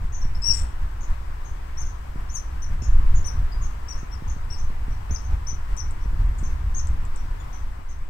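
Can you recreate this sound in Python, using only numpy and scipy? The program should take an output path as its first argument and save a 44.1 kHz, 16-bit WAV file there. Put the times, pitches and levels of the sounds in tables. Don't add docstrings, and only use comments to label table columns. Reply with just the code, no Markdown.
import sys
import numpy as np
from scipy import signal
from scipy.fft import rfft, irfft, next_fast_len
from scipy.io import wavfile
from scipy.ndimage import uniform_filter1d, map_coordinates

SR = 44100
rng = np.random.default_rng(int(sys.argv[2]) if len(sys.argv) > 2 else 0)


def to_wav(s):
    ch = np.atleast_2d(s).T
    pcm = np.round(np.clip(ch, -1, 1) * 32767)
    wavfile.write(sys.argv[1], SR, pcm.astype(np.int16))


def field_ratio(decibels):
    return 10 ** (np.asarray(decibels, dtype=float) / 20)


N = 356769

# (time [s], level [dB])
BREEZE = [(0.0, -52), (0.36, -50), (0.59, -50), (2.79, -50.5), (3.02, -47.5), (4.05, -50), (7.57, -49.5),
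          (7.8, -52.5), (8.09, -54)]
# (frequency [Hz], level [dB per Hz])
LEAF_TONE = [(100, -4), (250, -4), (500, -6.5), (750, -1.5), (1000, 2.5), (1400, -4), (1900, -7.5),
             (2500, -14), (3500, -21.5), (5000, -29), (9000, -43)]
# (frequency [Hz], level [dB per Hz])
HISS_TONE = [(500, -41), (1500, -2), (3000, 2), (5000, 7.5), (7000, 5), (9000, 1.5), (12000, 1), (16000, 0)]
# (frequency [Hz], level [dB])
LEAF_SHADOW = [(200, 0), (380, -1), (700, -9.5), (1290, -9.5), (2400, -0.5), (4400, 0.5)]
# (frequency [Hz], likeness [0 to 1])
LIKENESS = [(200, 0.38), (700, 0.78), (1400, 0.46), (2800, 0.1), (5000, 0.1)]
# (time [s], level [dB])
WIND_LEVEL = [(0, -31), (.3, -28), (.55, -26.5), (.95, -31), (1.5, -29), (2.1, -31), (2.5, -31.5),
              (2.9, -20.5), (3.2, -19), (3.55, -25.5), (3.8, -31), (4.3, -29.5), (5.1, -26.5), (5.8, -27),
              (6.5, -25), (7.3, -27), (7.75, -30.5), (8.09, -29)]
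# (time [s], level over the wind [dB])
EDDIES = [(0.041, 8), (.25, 1.5), (0.501, 8), (.64, 9.5), (.83, 5), (1.115, 7.5), (1.3, 1.5), (1.67, 1),
          (1.83, 3), (2.2, 5), (2.55, 4.5), (2.73, 7), (3.64, 1), (3.97, 4), (4.28, 5), (4.5, 1),
          (4.71, 4.5), (4.91, 4.5), (5.12, 9.5), (5.33, 9.5), (5.52, 1.5), (5.721, 8), (5.95, -0.5),
          (6.21, 6), (6.52, 5.5), (6.92, 3), (7.5, 1), (7.86, -2.5)]
# (time [s], peak [dB], slower thud [dB])
PUFFS = [(0.254, -31.5, 23), (0.765, -47, 5), (1.036, -41, 17), (1.094, -52, 25), (1.305, -40.5, 0),
         (1.625, -49, 21), (2.16, -29.5, -4), (2.826, -29.5, -1), (3.362, -64, 18), (3.498, -53, 12),
         (4.033, -32.5, 13), (4.224, -31, 0.5), (4.266, -41.5, 6), (4.367, -34, 4), (4.704, -32.5, 4),
         (4.884, -31, 8), (5.112, -29, 9), (5.234, -59, 11), (5.531, -36, 2), (6.06, -32.5, -3),
         (6.133, -35, 6), (6.43, -28.5, -8), (7.792, -40, 11)]
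# (frequency [Hz], level [dB per Hz])
SWAY_TONE = [(1, -41), (3, -21.5), (7, -18.5), (11, 1), (16, -7.5), (25, -11.5), (35, -59), (80, -120)]
# (frequency [Hz], level [dB per Hz])
BUFFET_TONE = [(5, -66), (12, -10), (25, -3.5), (45, -3), (65, -5.5), (90, -14.5), (130, -24), (200, -35.5),
               (400, -51), (1500, -120)]
# (time [s], peak [dB])
TICKS = [(3.8746, -52), (4.6296, -50), (5.2215, -45), (5.4657, -43), (5.7675, -37), (5.91, -38),
         (6.3854, -60), (6.7426, -47), (6.872, -33), (7.0529, -41), (7.1612, -37)]
# (time [s], hold [s], level [dB])
SCRAPES = [
    (0.52, 0.074, -47),
    (3.866, .06, -68),
    (6.368, .022, -59.5),
    (6.741, .05, -66),
]
# (frequency [Hz], level [dB per Hz])
BARK_TONE = [(500, -60), (2000, -5), (4000, -12.5), (6500, -8), (7800, 6), (9000, -2), (10500, -22),
             (15000, -23)]
# (frequency [Hz], level [dB])
THROAT_TONE = [(2400, -23), (2800, -16.5), (3150, -58), (3500, -9), (4500, 1), (5800, 3.5), (7000, -7),
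               (8500, -22), (10000, -21.5), (11500, -31.5), (13500, -27), (16000, -45)]
# (time [s], top of the second harmonic [Hz], level [dB])
FAR_CHIRPS = [(0.122, 6900, -38), (1.006, 7010, -42.5), (1.447, 6890, -44), (1.846, 6860, -41.5),
              (2.82, 7110, -37), (3.147, 6970, -38), (3.612, 6880, -40), (3.97, 6790, -46.5),
              (4.276, 6830, -43.5), (4.575, 6600, -46), (4.904, 6000, -56.5), (5.241, 6570, -49.5),
              (6.011, 6200, -59), (6.433, 6700, -43), (7.155, 6190, -52), (7.527, 6430, -49.5),
              (7.885, 6680, -48.5)]
# (time [s], length [s], top of the second harmonic [Hz], level [dB], overtones [dB])
NEAR_CHIRPS = [(.214, 0.04, 5930, -44.5, 9), (0.348, 0.027, 5500, -44.5, 7), (2.619, 0.033, 6170, -39, 0),
               (3.243, 0.051, 6200, -32, 5), (3.883, 0.047, 6060, -36, 1), (4.112, 0.046, 5750, -45, 11),
               (4.5, 0.056, 5760, -37.5, 5.5), (5.107, .059, 6590, -31, -4), (5.468, 0.046, 6265, -31, -3),
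               (5.771, 0.039, 6240, -32.5, -2), (6.745, 0.057, 6690, -30, -7)]
# (time [s], length [s], second harmonic [Hz], level [dB], overtones [dB])
FLAT_PIPS = [
    (2.818, 0.039, 5490, -45.5, 12),
    (3.519, 0.024, 4950, -46, -17),
    (5.648, .018, 3420, -44, -30),
    (6.384, 0.013, 6860, -40, 2),
    (7.398, 0.017, 3530, -40, -28),
    (7.397, .021, 7040, -45.5, -12),
]
# (time [s], second harmonic [Hz], level [dB], overtones [dB])
LONG_SQUEALS = [
    [(.418, 5253, -33, 6), (.445, 5460, -23, 9), (.46, 5700, -21.5, 1), (.48, 5750, -14.5, 2),
     (.49, 5660, -20, -0.5), (.521, 5549, -15.5, 5.5), (.53, 4260, -34, -11.5)],
    [(1.771, 5450, -44, 6), (1.783, 5950, -33.5, 9), (1.802, 6600, -30, -11.5), (1.82, 6332, -35, 11),
     (1.837, 4800, -44, 13)],
    [(2.289, 5200, -50, 0), (2.305, 6200, -33, 2), (2.335, 7020, -40, -2), (2.355, 6430, -19, 8.5),
     (2.368, 5930, -24, 16), (2.378, 4900, -35, -2.5)],
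]
# (frequency [Hz], width [Hz], level [dB])
OPENING = (7540, 570, 2.7)
# (frequency [Hz], level [dB per Hz])
WHINE_TONE = [(7300, -60), (7650, -9), (7810, -2), (7970, -16.5), (8300, -61)]
# (frequency [Hz], level [dB])
UPPER_LIMIT = [(15780, 0), (15830, -120)]

LAG = 26
SHADED_DB = -25
HISS_DB, HISS_GROWS = -59.5, 0.99
JOLT_S, LEAF_SHARE = 0.031, 0.34
SWAY_DB, SWAY_GROWS, SWAY_LURCH_DB = 1.5, 1.1, 3.5
SCRAPE_ATTACK_S, SCRAPE_FADE_DB_PER_S = .018, 230
EVEN_DB, SWELL_PER_DB = -42.5, 0.38
SLACK_DB, PURE_DB = 28, 85
ROOT_DB = -6
THIRD_DB, THIRD_PER_DB = -37, 1.5
FAR_S = .031


def unit(x):
    return x / np.sqrt(np.mean(x ** 2) + 1e-20)


def along(points, hz):
    f, v = np.transpose(points)
    return np.interp(np.log(hz + 1), np.log(f + 1), v)


def curves(rows, times):
    s, *columns = np.transpose(rows)
    return [np.interp(times, s, column) for column in columns]


def wobble(rate, size=N):
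    points = rng.standard_normal(int(size * rate / SR) + 4)
    return map_coordinates(points, [np.arange(size) * rate / SR])


def coloured(x, spectrum):
    m = next_fast_len(N + 8192)
    gain = field_ratio(along(spectrum, np.fft.rfftfreq(m, 1 / SR)))
    return irfft(rfft(x, m) * gain, m)[..., :N]


def rumble(spectrum):
    return unit(coloured(rng.standard_normal(N), spectrum))


def rush(spectrum, patchy_db):
    z = signal.stft(rng.standard_normal(N), nperseg=512)[2]
    patches = uniform_filter1d(rng.standard_normal(z.shape), 6, 0)
    patches = unit(uniform_filter1d(patches, 14, 1))
    noise = signal.istft(z * field_ratio(patchy_db * patches), nperseg=512)[1][:N]
    return unit(coloured(noise, spectrum))


def add(track, s, x):
    track[round(s * SR):][:len(x)] += x


def among_trees(x, wet_db, t60, onset):
    t = np.arange(SR // 3) / SR
    fade = field_ratio(-60 * t / t60 + 0.47 * wobble(35.9, size=len(t)))
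    tail = rng.standard_normal(len(t)) * fade * (1 - np.exp(-t / onset))
    tail *= field_ratio(wet_db) / np.linalg.norm(tail)
    tail[0] = 1
    return signal.fftconvolve(x, tail)


def jolts():
    now = np.arange(N) / SR
    return sum(db * np.exp(-((now - s) / JOLT_S) ** 2) for s, db in EDDIES)


def forest():
    leaves_db = curves(BREEZE, np.arange(N) / SR)[0] + LEAF_SHARE * jolts()
    left = rush(LEAF_TONE, patchy_db=0.67)
    other = rush(LEAF_TONE, patchy_db=1.8)
    angles = [(hz, np.arccos(np.clip(c, .01, .99))) for hz, c in LIKENESS]
    shared = coloured(np.roll(left, LAG), [(hz, 20 * np.log10(np.cos(a))) for hz, a in angles])
    own = coloured(other, [(hz, 20 * np.log10(np.sin(a))) for hz, a in angles])
    right = coloured(shared + own, LEAF_SHADOW)
    hiss = np.array([rumble(HISS_TONE), rumble(HISS_TONE)])
    hiss_db = HISS_DB + HISS_GROWS * (leaves_db - leaves_db.mean())
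    return field_ratio(leaves_db + 7.0) * np.array([left, right]) + field_ratio(hiss_db) * hiss


def shaken_body(buffet_db):
    mean_db = buffet_db.mean()
    sway_db = mean_db + SWAY_DB + SWAY_GROWS * (buffet_db - mean_db) + SWAY_LURCH_DB * wobble(6)
    buffeting = unit(field_ratio(2.77 * wobble(14)) * rumble(BUFFET_TONE))
    return field_ratio(sway_db) * rumble(SWAY_TONE) + field_ratio(buffet_db) * buffeting


def wind_puffs():
    puffs, t = np.zeros(N + SR), np.arange(SR // 20) / SR

    def push(tau):
        return (1 - t / tau / 3) * (t / tau) ** 2 * np.exp(-t / tau)

    for (s, db, thud_db), sign in zip(PUFFS, rng.choice([-1, 1], len(PUFFS))):
        quick = field_ratio(db + 18) * push(0.0011)
        thud = field_ratio(db + thud_db - 19.5) * push(0.0017)
        add(puffs, s - .002, sign * (quick + thud))
    return puffs[:N]


def wind():
    buffet_db = curves(WIND_LEVEL, np.arange(N) / SR)[0] - 1.0 + jolts()
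    swirl = rumble([(5, -41), (20, -15.0), (60, 7.5), (150, -11), (300, -13), (600, -11.0), (2000, -120)])
    apart = field_ratio(buffet_db - 20) * swirl
    return shaken_body(buffet_db) + wind_puffs() * field_ratio([[-1.5], [1.5]]) + apart * [[1], [-1]]


def twigs():
    track, t = np.zeros(N + SR), np.arange(200) / SR
    for s, db in TICKS:
        tick = unit(field_ratio(-60 * t / 0.000717) * rng.standard_normal(len(t)))
        add(track, s, field_ratio(db) * among_trees(tick, wet_db=-6, t60=0.09, onset=.004))
    return coloured(track[:N], BARK_TONE)


def claws():
    now, strength = np.arange(N) / SR, np.zeros(N)
    for s, hold, db in SCRAPES:
        attack = np.clip((now - s) / SCRAPE_ATTACK_S, 0, 1) ** 2
        fade_db = SCRAPE_FADE_DB_PER_S * np.clip(now - s - hold, 0, 1)
        strength += attack * field_ratio(db - fade_db)
    grains = rng.standard_normal(N) * field_ratio(1.54 * wobble(300) + 1.3 * wobble(40))
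    return field_ratio(12.0) * strength * unit(coloured(grains, BARK_TONE))


def voice(hz, db, overtone_db):
    t = np.arange(len(hz)) / SR
    strain = .011 + .07 * field_ratio(db)
    root_hz = hz / 2 * (1 + strain * wobble(316, size=len(t)))
    phase = 2 * np.pi * np.cumsum(root_hz) / SR
    slack = 1 - hz / hz.max()

    def partial(k):
        flicker_db = 3.2 * wobble(237.3, size=len(t))
        level_db = db + along(THROAT_TONE, k * hz / 2) - SLACK_DB * slack + flicker_db
        return field_ratio(level_db) * np.sin(k * phase)

    rich_db = overtone_db - PURE_DB * slack + 4.6 * wobble(81, size=len(t))
    third_db = min(0, THIRD_PER_DB * (db.max() - THIRD_DB))
    overtones = field_ratio(ROOT_DB) * partial(0.99) + field_ratio(third_db) * partial(2.96) + partial(3.92)
    edges = np.clip(t / 0.0025, 0, 1) * np.clip(t[::-1] / 0.0042, 0, 1)
    return (partial(1.985) + field_ratio(rich_db) * overtones) * edges


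def chirp(length, top_hz, db, overtone_db, rise, droop, fall):
    u = np.linspace(0, 1, round(length * SR))
    bend = rise * (1 - u) ** 9 + droop * u ** 2 + fall * u ** 13
    swell_db = SWELL_PER_DB * (db - EVEN_DB) * (u - .5)
    return voice(top_hz * (1 - bend), db + swell_db, overtone_db)


def far_squirrel():
    track = np.zeros(N + SR)
    for s, hz, db in FAR_CHIRPS:
        call = chirp(FAR_S, hz, db, -18, rise=.22, droop=.13, fall=.15)
        add(track, s, among_trees(call, wet_db=5, t60=.26, onset=.0025))
    return track[:N]


def near_squirrel():
    track = np.zeros(N + SR)

    def call_out(s, call):
        add(track, s, among_trees(call, wet_db=-3.5, t60=.25, onset=0.0013))

    for s, *call in NEAR_CHIRPS:
        call_out(s, chirp(*call, rise=0.151, droop=0.0744, fall=.21))
    for s, *call in FLAT_PIPS:
        call_out(s, chirp(*call, rise=.04, droop=.02, fall=.03))
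    for rows in LONG_SQUEALS:
        start, end = rows[0][0], rows[-1][0]
        call_out(start, voice(*curves(rows, np.arange(start, end, 1 / SR))))
    return track[:N]


def scene():
    treetops = twigs() + claws() + far_squirrel() + near_squirrel()
    both = np.array([treetops, field_ratio(SHADED_DB) * np.roll(treetops, LAG)])
    return both + forest() + wind()


def roll_off(x):
    return signal.sosfilt(signal.butter(12, 16010, fs=SR, output="sos"), x)


def record(dry):
    hz, width, db = OPENING
    ring = signal.lfilter(*signal.iirpeak(hz, hz / width, SR), dry[0])
    left = dry[0] + (field_ratio(db) - 1) * ring + field_ratio(-69.5) * rumble(WHINE_TONE)
    mix = coloured(np.array([left, dry[1]]), UPPER_LIMIT) - .004
    return roll_off(mix)


dry = scene()
out = record(dry)
to_wav(out)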